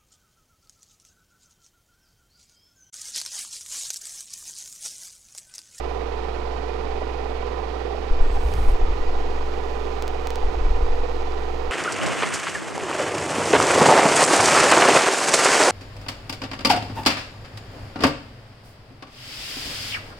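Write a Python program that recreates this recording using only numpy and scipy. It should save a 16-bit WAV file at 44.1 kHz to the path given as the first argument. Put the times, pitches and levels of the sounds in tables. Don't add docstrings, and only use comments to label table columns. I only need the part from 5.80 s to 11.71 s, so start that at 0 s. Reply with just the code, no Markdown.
import sys
import numpy as np
from scipy import signal
from scipy.fft import rfft, irfft, next_fast_len
from scipy.io import wavfile

SR = 44100
rng = np.random.default_rng(int(sys.argv[2]) if len(sys.argv) > 2 else 0)


def store_wav(level_fs):
    pcm = np.round(np.clip(np.atleast_2d(level_fs), -1, 1) * 32767)
    wavfile.write(sys.argv[1], SR, pcm.T.astype(np.int16))


N = 260619
TIME = np.arange(N) / SR


# position as a share of the frame, knock in dB, bright tick in dB.
FRAME_HITS = [(.005, -9, -7), (0.041, -6.5, -19), (0.121, -10, -11.5), (.46, -9.5, -9.5),
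              (0.594, -6.5, -7.5), (0.651, -5, -9.5), (0.719, -5.5, -12), (.745, -23, -3.5),
              (.87, -11, -5.5), (0.923, -12.5, -12), (.965, -4.5, -19)]
def blows(cycle, fps, levels_db, decay_s, rattle_db):
    power = from_db(rattle_db) ** 2
    for (share, _, _), level_db in zip(FRAME_HITS, levels_db):
        age = (cycle - share) % 1 / fps
        power = power + from_db(level_db + 0.28 * drift(8.2)) ** 2 * np.exp(-age / decay_s)
    return np.sqrt(power)


# pitch in Hz, width in Hz, gain in dB.
HOUSING_MODES = [(403, 38, 1), (494, 18, 3.5), (715, 115, -3), (1030, 8.3, -23), (1229, 10, -0.5),
                 (1814, 290, -5.5), (2430, 16, -2.5), (2510, 23, -1.5)]
# frequency in Hz, relative gain in dB.
CLATTER_EQ = [(70, -16), (130, -13), (230, -5), (340, -0.5), (500, -4), (600, -8), (800, -1), (1300, -5.5),
              (1600, -15.5), (1900, -13), (3000, -18), (4800, -23), (7500, -38.5), (14000, -66)]
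def clatter(fps, repeat_db, repeat_hz, split_hz):
    cycle = np.cumsum(fps) / SR % 1
    _, knock_db, tick_db = np.transpose(FRAME_HITS)
    grain = rng.standard_normal(int(SR / fps.mean()))
    looped = np.interp(cycle * len(grain), np.arange(len(grain)), grain)
    weight = from_db(repeat_db) * filtered(looped, 2, repeat_hz)
    knock = blows(cycle, fps, knock_db, decay_s=0.0029, rattle_db=-8) * (rng.standard_normal(N) + weight)
    tick = blows(cycle, fps, tick_db, decay_s=0.0044, rattle_db=-6) * rng.standard_normal(N)
    force = filtered(knock, 3, split_hz) + filtered(tick, 3, split_hz, "high")
    body = force + sum(from_db(db) * resonance(force, hz, width) for hz, width, db in HOUSING_MODES)
    return coloured(room(body, wet_db=-5.5, t60_s=0.33), CLATTER_EQ)


# pitch in Hz, level in dB, decay in seconds.
GATE_MODES = [(441, -35, 0.023), (751, -22, 0.0072), (1009, -35.5, 0.018)]
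def claw(fps, uneven_db, rise_s):
    age = (np.cumsum(fps) / SR - 0.925) % 1 / fps
    rings = sum(from_db(db + uneven_db * drift(2.2)) * ping(age, hz, decay)
                for hz, db, decay in GATE_MODES)
    return rings * (1 - np.exp(-age / rise_s))


# position as a share of the frame, level in dB, pitch in Hz, decay in seconds.
SHUTTER_TAPS = [(0.024, -28, 1110, 0.0018), (.135, -24.5, 1250, 0.0012), (.155, -26, 460, 0.0039),
                (0.651, -26.5, 1160, 0.0012), (.66, -25, 426, 0.0033)]
def shutter(fps, uneven_db, rise_s):
    frames, out = np.cumsum(fps) / SR, 0
    for share, db, hz, decay in SHUTTER_TAPS:
        age = (frames - share) % 1 / fps
        attack = 1 - np.exp(-age / rise_s)
        out += from_db(db + uneven_db * drift(6.6)) * attack * ping(age, hz, decay)
    return out


# pitch in Hz, relative level in dB, unsteadiness from 0 to 1.
MOTOR_TONES = [(162.4, -53.5, 0.97), (178.9, -52.5, 1), (238.6, -50, 0.99), (272.8, -55.5, 0.96),
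               (359.8, -39.5, 0.93), (444.3, -35, 0.46), (601, -50.5, 1), (731, -49, 1), (887, -45.5, 0.82),
               (1008, -44, 0.54), (1175, -52.5, 1), (1243, -60, 1), (1334, -55, 1)]
def motor(speed, waver_db, wander_hz, rough_rad):
    out = 0
    for hz, db, unsteady in MOTOR_TONES:
        turn = angle(hz * speed + unsteady * wander_hz * drift(2.92))
        turn += rough_rad * unsteady * drift(25) + rng.uniform(0, 2 * np.pi)
        out += from_db(db + unsteady * waver_db * drift(2.4)) * np.sin(turn)
    return out


GEAR_HARMONICS = [17, 22, 23, 27, 28, 29, 53, 58]
# level in dB, share of the load's swell.
GEAR_LEVELS = [(-52.5, 0.074), (-46.5, 0.15), (-40.5, 0.13), (-39, 0.94), (-44.5, 1), (-45.5, 0.24),
               (-49.5, 0.1), (-65, 0.12)]
# time in seconds, swell in dB.
GEAR_SWELL = [(0, -.5), (4.35, 0), (4.6, 7.5), (4.85, -2), (5.25, 9), (5.55, -3), (5.8, 4)]
def gears(fps, waver_db, wander_rad):
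    turn = angle(fps) - 2 * np.pi * 0.93
    load_db = in_time(GEAR_SWELL)
    out = 0
    for order, (db, swell) in zip(GEAR_HARMONICS, GEAR_LEVELS):
        level = from_db(db + swell * load_db + waver_db * drift(3.7))
        out += level * np.cos(order * turn + wander_rad * drift(2.5))
    return np.sqrt(2) * out


# centre in seconds, relative level in dB, length in seconds.
THUMP_HITS = [(2.321, -9.5, .018), (2.419, -6.5, .021), (2.485, -10, 0.016), (2.535, -13.5, 0.0095),
              (2.597, -18, 0.013), (2.663, -18, 0.012), (2.75, -16, 0.0077), (2.807, -15, 0.01),
              (2.842, -20, 0.01), (2.887, -8.5, 0.024), (2.926, -6, 0.014), (3.039, -7, 0.016),
              (3.124, -14, 0.012), (3.216, -10.5, 0.034), (4.652, -11.5, 0.019), (4.679, -17, 0.0093),
              (4.777, -19, 0.0083), (4.818, -15, 0.0078), (4.858, -7, 0.015), (4.913, -10, 0.011),
              (4.943, -15, 0.013), (5.003, -18, .011), (5.032, -9, 0.012), (5.109, -12.5, 0.02),
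              (5.202, -16, 0.016)]
def thumps(level_db, rebound_db, rebound_hz):
    push = np.full(N, 1e-18)
    for s, db, length in THUMP_HITS:
        near = slice(int((s - 2 * length) * SR), int((s + 2 * length) * SR))
        push[near] -= from_db(db) * np.exp2(-(2 * (TIME[near] - s) / length) ** 2)
    rebound = from_db(rebound_db) * resonance(push, rebound_hz, width_hz=11)
    return from_db(level_db) * (filtered(push, 1, 3.5, "high") + rebound)


# start in seconds, end in seconds, relative level in dB.
BASS_BOUTS = [(2.303, 3.148, -26.5), (4.62, 5.13, -34)]
def buffeting(release_s, attack_s=0.014, arch_db=2.5):
    out = 0
    for start, end, db in BASS_BOUTS:
        arch = np.sin(np.pi * ramp(start, end - start))
        tail = np.exp(-np.maximum(TIME - end, 0) / release_s)
        out += from_db(db + arch_db * (arch - 2.5)) * ramp(start, attack_s) * tail
    return out


def flutter(hz, width_hz, level_db):
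    depth = 0
    for start, end, db in BASS_BOUTS:
        progress = (TIME - start) / (end - start)
        depth += from_db(db + level_db) * np.exp(-((progress - 0.54) / 0.2) ** 2)
    band = resonance(rng.standard_normal(N), hz, width_hz)
    return depth * rms_one(resonance(band, hz, width_hz))


def throb(hz, rest_db, bout_db):
    depth = from_db(rest_db) + from_db(bout_db) * buffeting(release_s=1.6)
    return depth * from_db(1.9 * drift(1.6)) * np.sqrt(2) * np.sin(angle(hz + 0.44 * drift(3.27)))


# frequency in Hz, relative gain in dB.
RUMBLE_EQ = [(10, -46), (25, -7.5), (50, 6), (80, -6), (120, -18), (200, -28), (600, -42), (3000, -87)]
def rumble(rest_db, lumpy_db):
    depth = from_db(rest_db) + buffeting(release_s=0.12) * from_db(lumpy_db * drift(6.7))
    return depth * coloured(rng.standard_normal(N), RUMBLE_EQ)


# time in seconds, relative level in dB, polarity.
SPECKS = [(2.739, -19, 1), (4.224, -16, 1), (4.2796, -17, -1), (4.4719, -15, 1), (4.505, -17, 1),
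          (4.5577, -16.5, 1)]
def clicks(level_db, soft_hz):
    out, width = np.zeros(N), round(SR / 11000)
    for s, db, sign in SPECKS:
        at = round(s * SR) - width // 2
        out[at:at + width] = np.sign(sign) * from_db(db + level_db) * np.linspace(.6, 1, width)
    return filtered(out, 1, soft_hz)


# start in seconds, level in dB, pitch in Hz.
HOLLOW_KNOCKS = [(1.2183, -24.5, 635), (2.146, -26.5, 625)]
def knocks(rise_s, hold_s, decay_s):
    out = 0
    for s, db, hz in HOLLOW_KNOCKS:
        age = np.maximum(TIME - s, 0)
        envelope = ramp(s, rise_s) * np.exp(-np.maximum(age - hold_s, 0) / decay_s)
        out += from_db(db) * envelope * np.sin(2 * np.pi * hz * age)
    return out


# frequency in Hz, relative gain in dB.
BUZZ_EQ = [(300, 10), (1500, -10), (3500, 5.5), (6500, 4.5), (8500, -7.5), (11000, -14.5), (15500, -11)]
def mains(noisy, hz, hum_db, ripple_db, buzz_db):
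    hum = from_db(hum_db) * np.sqrt(2) * np.sin(2 * np.pi * hz * TIME)
    ripple = from_db(ripple_db) * (1 - noisy) * np.sqrt(2) * np.sin(4 * np.pi * hz * TIME)
    spikes = np.diff(np.floor(2 * hz * TIME - 1 / 3), prepend=-1) * from_db(drift(60))
    edges = np.imag(signal.hilbert(spikes, next_fast_len(N))[:N])
    return hum * from_db([[-.5], [.5]]) + ripple + from_db(buzz_db) * coloured(edges, BUZZ_EQ)


# time in seconds, distance of each band from the centre in Hz.
SIZZLE_SWEEP = [(2.43, 2800), (2.46, 3450), (2.5, 3500), (2.53, 2750), (2.61, 2620), (2.66, 2250),
                (2.72, 1500), (2.8, 1550), (2.84, 1950), (2.89, 1480), (2.93, 2250), (2.96, 3100)]
def sizzle(start_s, end_s, centre_hz, level_db, parted_db):
    offset_hz = in_time(SIZZLE_SWEEP)
    narrow = rms_one(filtered(rng.standard_normal((2, N)), 2, 400))
    lower = narrow[0] * np.sin(angle(centre_hz - offset_hz))
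    upper = from_db(-5) * narrow[1] * np.sin(angle(centre_hz + offset_hz))
    broad = coloured(rng.standard_normal(N), [(1000, 0), (8500, 0), (11000, -13), (16000, -14)])
    held = ramp(start_s, 0.018) * (1 - ramp(end_s, 0.054))
    parting = (offset_hz - offset_hz.min()) / np.ptp(offset_hz)
    level = held * from_db(level_db + parted_db * parting + 0.8 * drift(30))
    return level * (np.sqrt(2) * (lower + upper) + from_db(6) * broad)


# frequency in Hz, relative gain in dB.
HISS_EQ = [(130, 5), (250, 5.5), (500, 2), (1000, -3), (3000, -5.5), (3800, -9.5), (7500, -18.5),
           (10500, -27.5), (15500, -36)]
BRIGHT_EQ = [(2000, -6), (8000, 6), (11000, -11), (15500, -3)]
def hiss(noisy, bed_db, bright_db, sides_db):
    bed = from_db(bed_db) * coloured(rng.standard_normal(N), HISS_EQ)
    bright = from_db(bright_db) * noisy * coloured(rng.standard_normal(N), BRIGHT_EQ)
    return bed + bright + from_db(sides_db) * rng.standard_normal((2, N))


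# pitch in Hz, relative level in dB.
WHINE_TONES = [(334, -54), (1335, -62), (1429, -56.5), (1715, -63), (1811, -81)]
def whine(speed, level_db):
    tones = sum(from_db(db) * np.sin(angle(hz * speed)) for hz, db in WHINE_TONES)
    return from_db(level_db) * np.sqrt(2) * tones


def room(x, wet_db, t60_s):
    age = TIME[:SR // 2]
    tail = rng.standard_normal(len(age)) * from_db(-60 * age / t60_s)
    return x + from_db(wet_db) * signal.fftconvolve(x, tail / np.linalg.norm(tail))[:N]


def from_db(db):
    return 10 ** (np.asarray(db) / 20)


def rms_one(x):
    return x / np.sqrt(np.mean(x ** 2) + 1e-20)


def in_time(rows):
    return np.interp(TIME, *np.transpose(rows))


def ramp(start_s, length_s):
    return np.clip((TIME - start_s) / length_s, 0, 1)


def drift(rate_hz):
    step, settle = 40, 2000
    r = np.exp(-2 * np.pi * step * rate_hz / SR)
    slow = signal.lfilter([1], [1, -2 * r, r * r], rng.standard_normal(N // step + settle + 2))[settle:]
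    return np.interp(np.arange(N) / step, np.arange(len(slow)), rms_one(slow))


def angle(hz):
    return 2 * np.pi * np.cumsum(hz) / SR


def ping(age, hz, decay_s):
    return np.exp(-age / decay_s) * np.sin(2 * np.pi * hz * age)


def filtered(x, order, hz, kind="low"):
    return signal.sosfilt(signal.butter(order, hz, kind, fs=SR, output="sos"), x)


def resonance(x, hz, width_hz):
    r = np.exp(-np.pi * width_hz / SR)
    feedback = [1, -2 * r * np.cos(2 * np.pi * hz / SR), r * r]
    return signal.lfilter(np.array([1, 0, -1]) * (1 - r * r) / 2, feedback, x)


def coloured(x, eq):
    hz, gain_db = np.transpose(eq)
    size = next_fast_len(N, real=True)
    bins = np.maximum(np.fft.rfftfreq(size, 1 / SR), 1)
    gain = from_db(np.interp(np.log(bins), np.log(hz), gain_db))
    return rms_one(irfft(rfft(x, size) * gain, size)[:N])


# time in seconds, frames per second.
FRAME_RATE = [(0, 17.829), (.6, 17.858), (1.1, 17.799), (1.6, 17.941), (2.4, 17.965), (2.8, 17.999),
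              (3.15, 17.918), (3.7, 18.02), (4.1, 17.853), (4.6, 17.865), (5.1, 17.763), (5.5, 17.898),
              (5.9, 17.832)]
def scene():
    fps = in_time(FRAME_RATE) * (1 + 0.00032 * drift(3.86))
    speed = 1 + 0.00072 * drift(0.61)
    projector = from_db(-30) * clatter(fps, repeat_db=-3.5, repeat_hz=773, split_hz=1264)
    projector += claw(fps, uneven_db=1.5, rise_s=0.0028)
    projector += from_db(4) * motor(speed, waver_db=1, wander_hz=1.437, rough_rad=0.29)
    projector += gears(fps, waver_db=1.5, wander_rad=0.35)
    projector += shutter(fps, uneven_db=1, rise_s=0.00029)
    noisy = ramp(start_s=2, length_s=0.74)
    amplifier = hiss(noisy, bed_db=-51.5 + noisy, bright_db=-73, sides_db=-71)
    amplifier += mains(noisy, hz=59.98, hum_db=-32, ripple_db=-52.5, buzz_db=-65.5 + 8.5 * noisy)
    amplifier += knocks(rise_s=0.0015, hold_s=0.0038, decay_s=0.0032)
    amplifier += clicks(level_db=2, soft_hz=14200)
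    amplifier += thumps(level_db=1, rebound_db=-11.5, rebound_hz=11)
    amplifier += throb(hz=11, rest_db=-34, bout_db=6.5)
    amplifier += rumble(rest_db=-56, lumpy_db=0.8)
    amplifier += flutter(hz=49.6, width_hz=34.3, level_db=-1.5)
    amplifier += sizzle(start_s=2.405, end_s=2.925, centre_hz=11030, level_db=-60, parted_db=-7)
    faint_whine = whine(speed, level_db=-6 + 4.5 * noisy)
    return projector * from_db([[-40], [0]]) + amplifier + faint_whine * from_db([[0], [-3]])


def record(dry):
    return signal.sosfilt(signal.ellip(10, .1, 80, 15800, fs=SR, output="sos"), dry)


dry = scene()
out = record(dry)
store_wav(out)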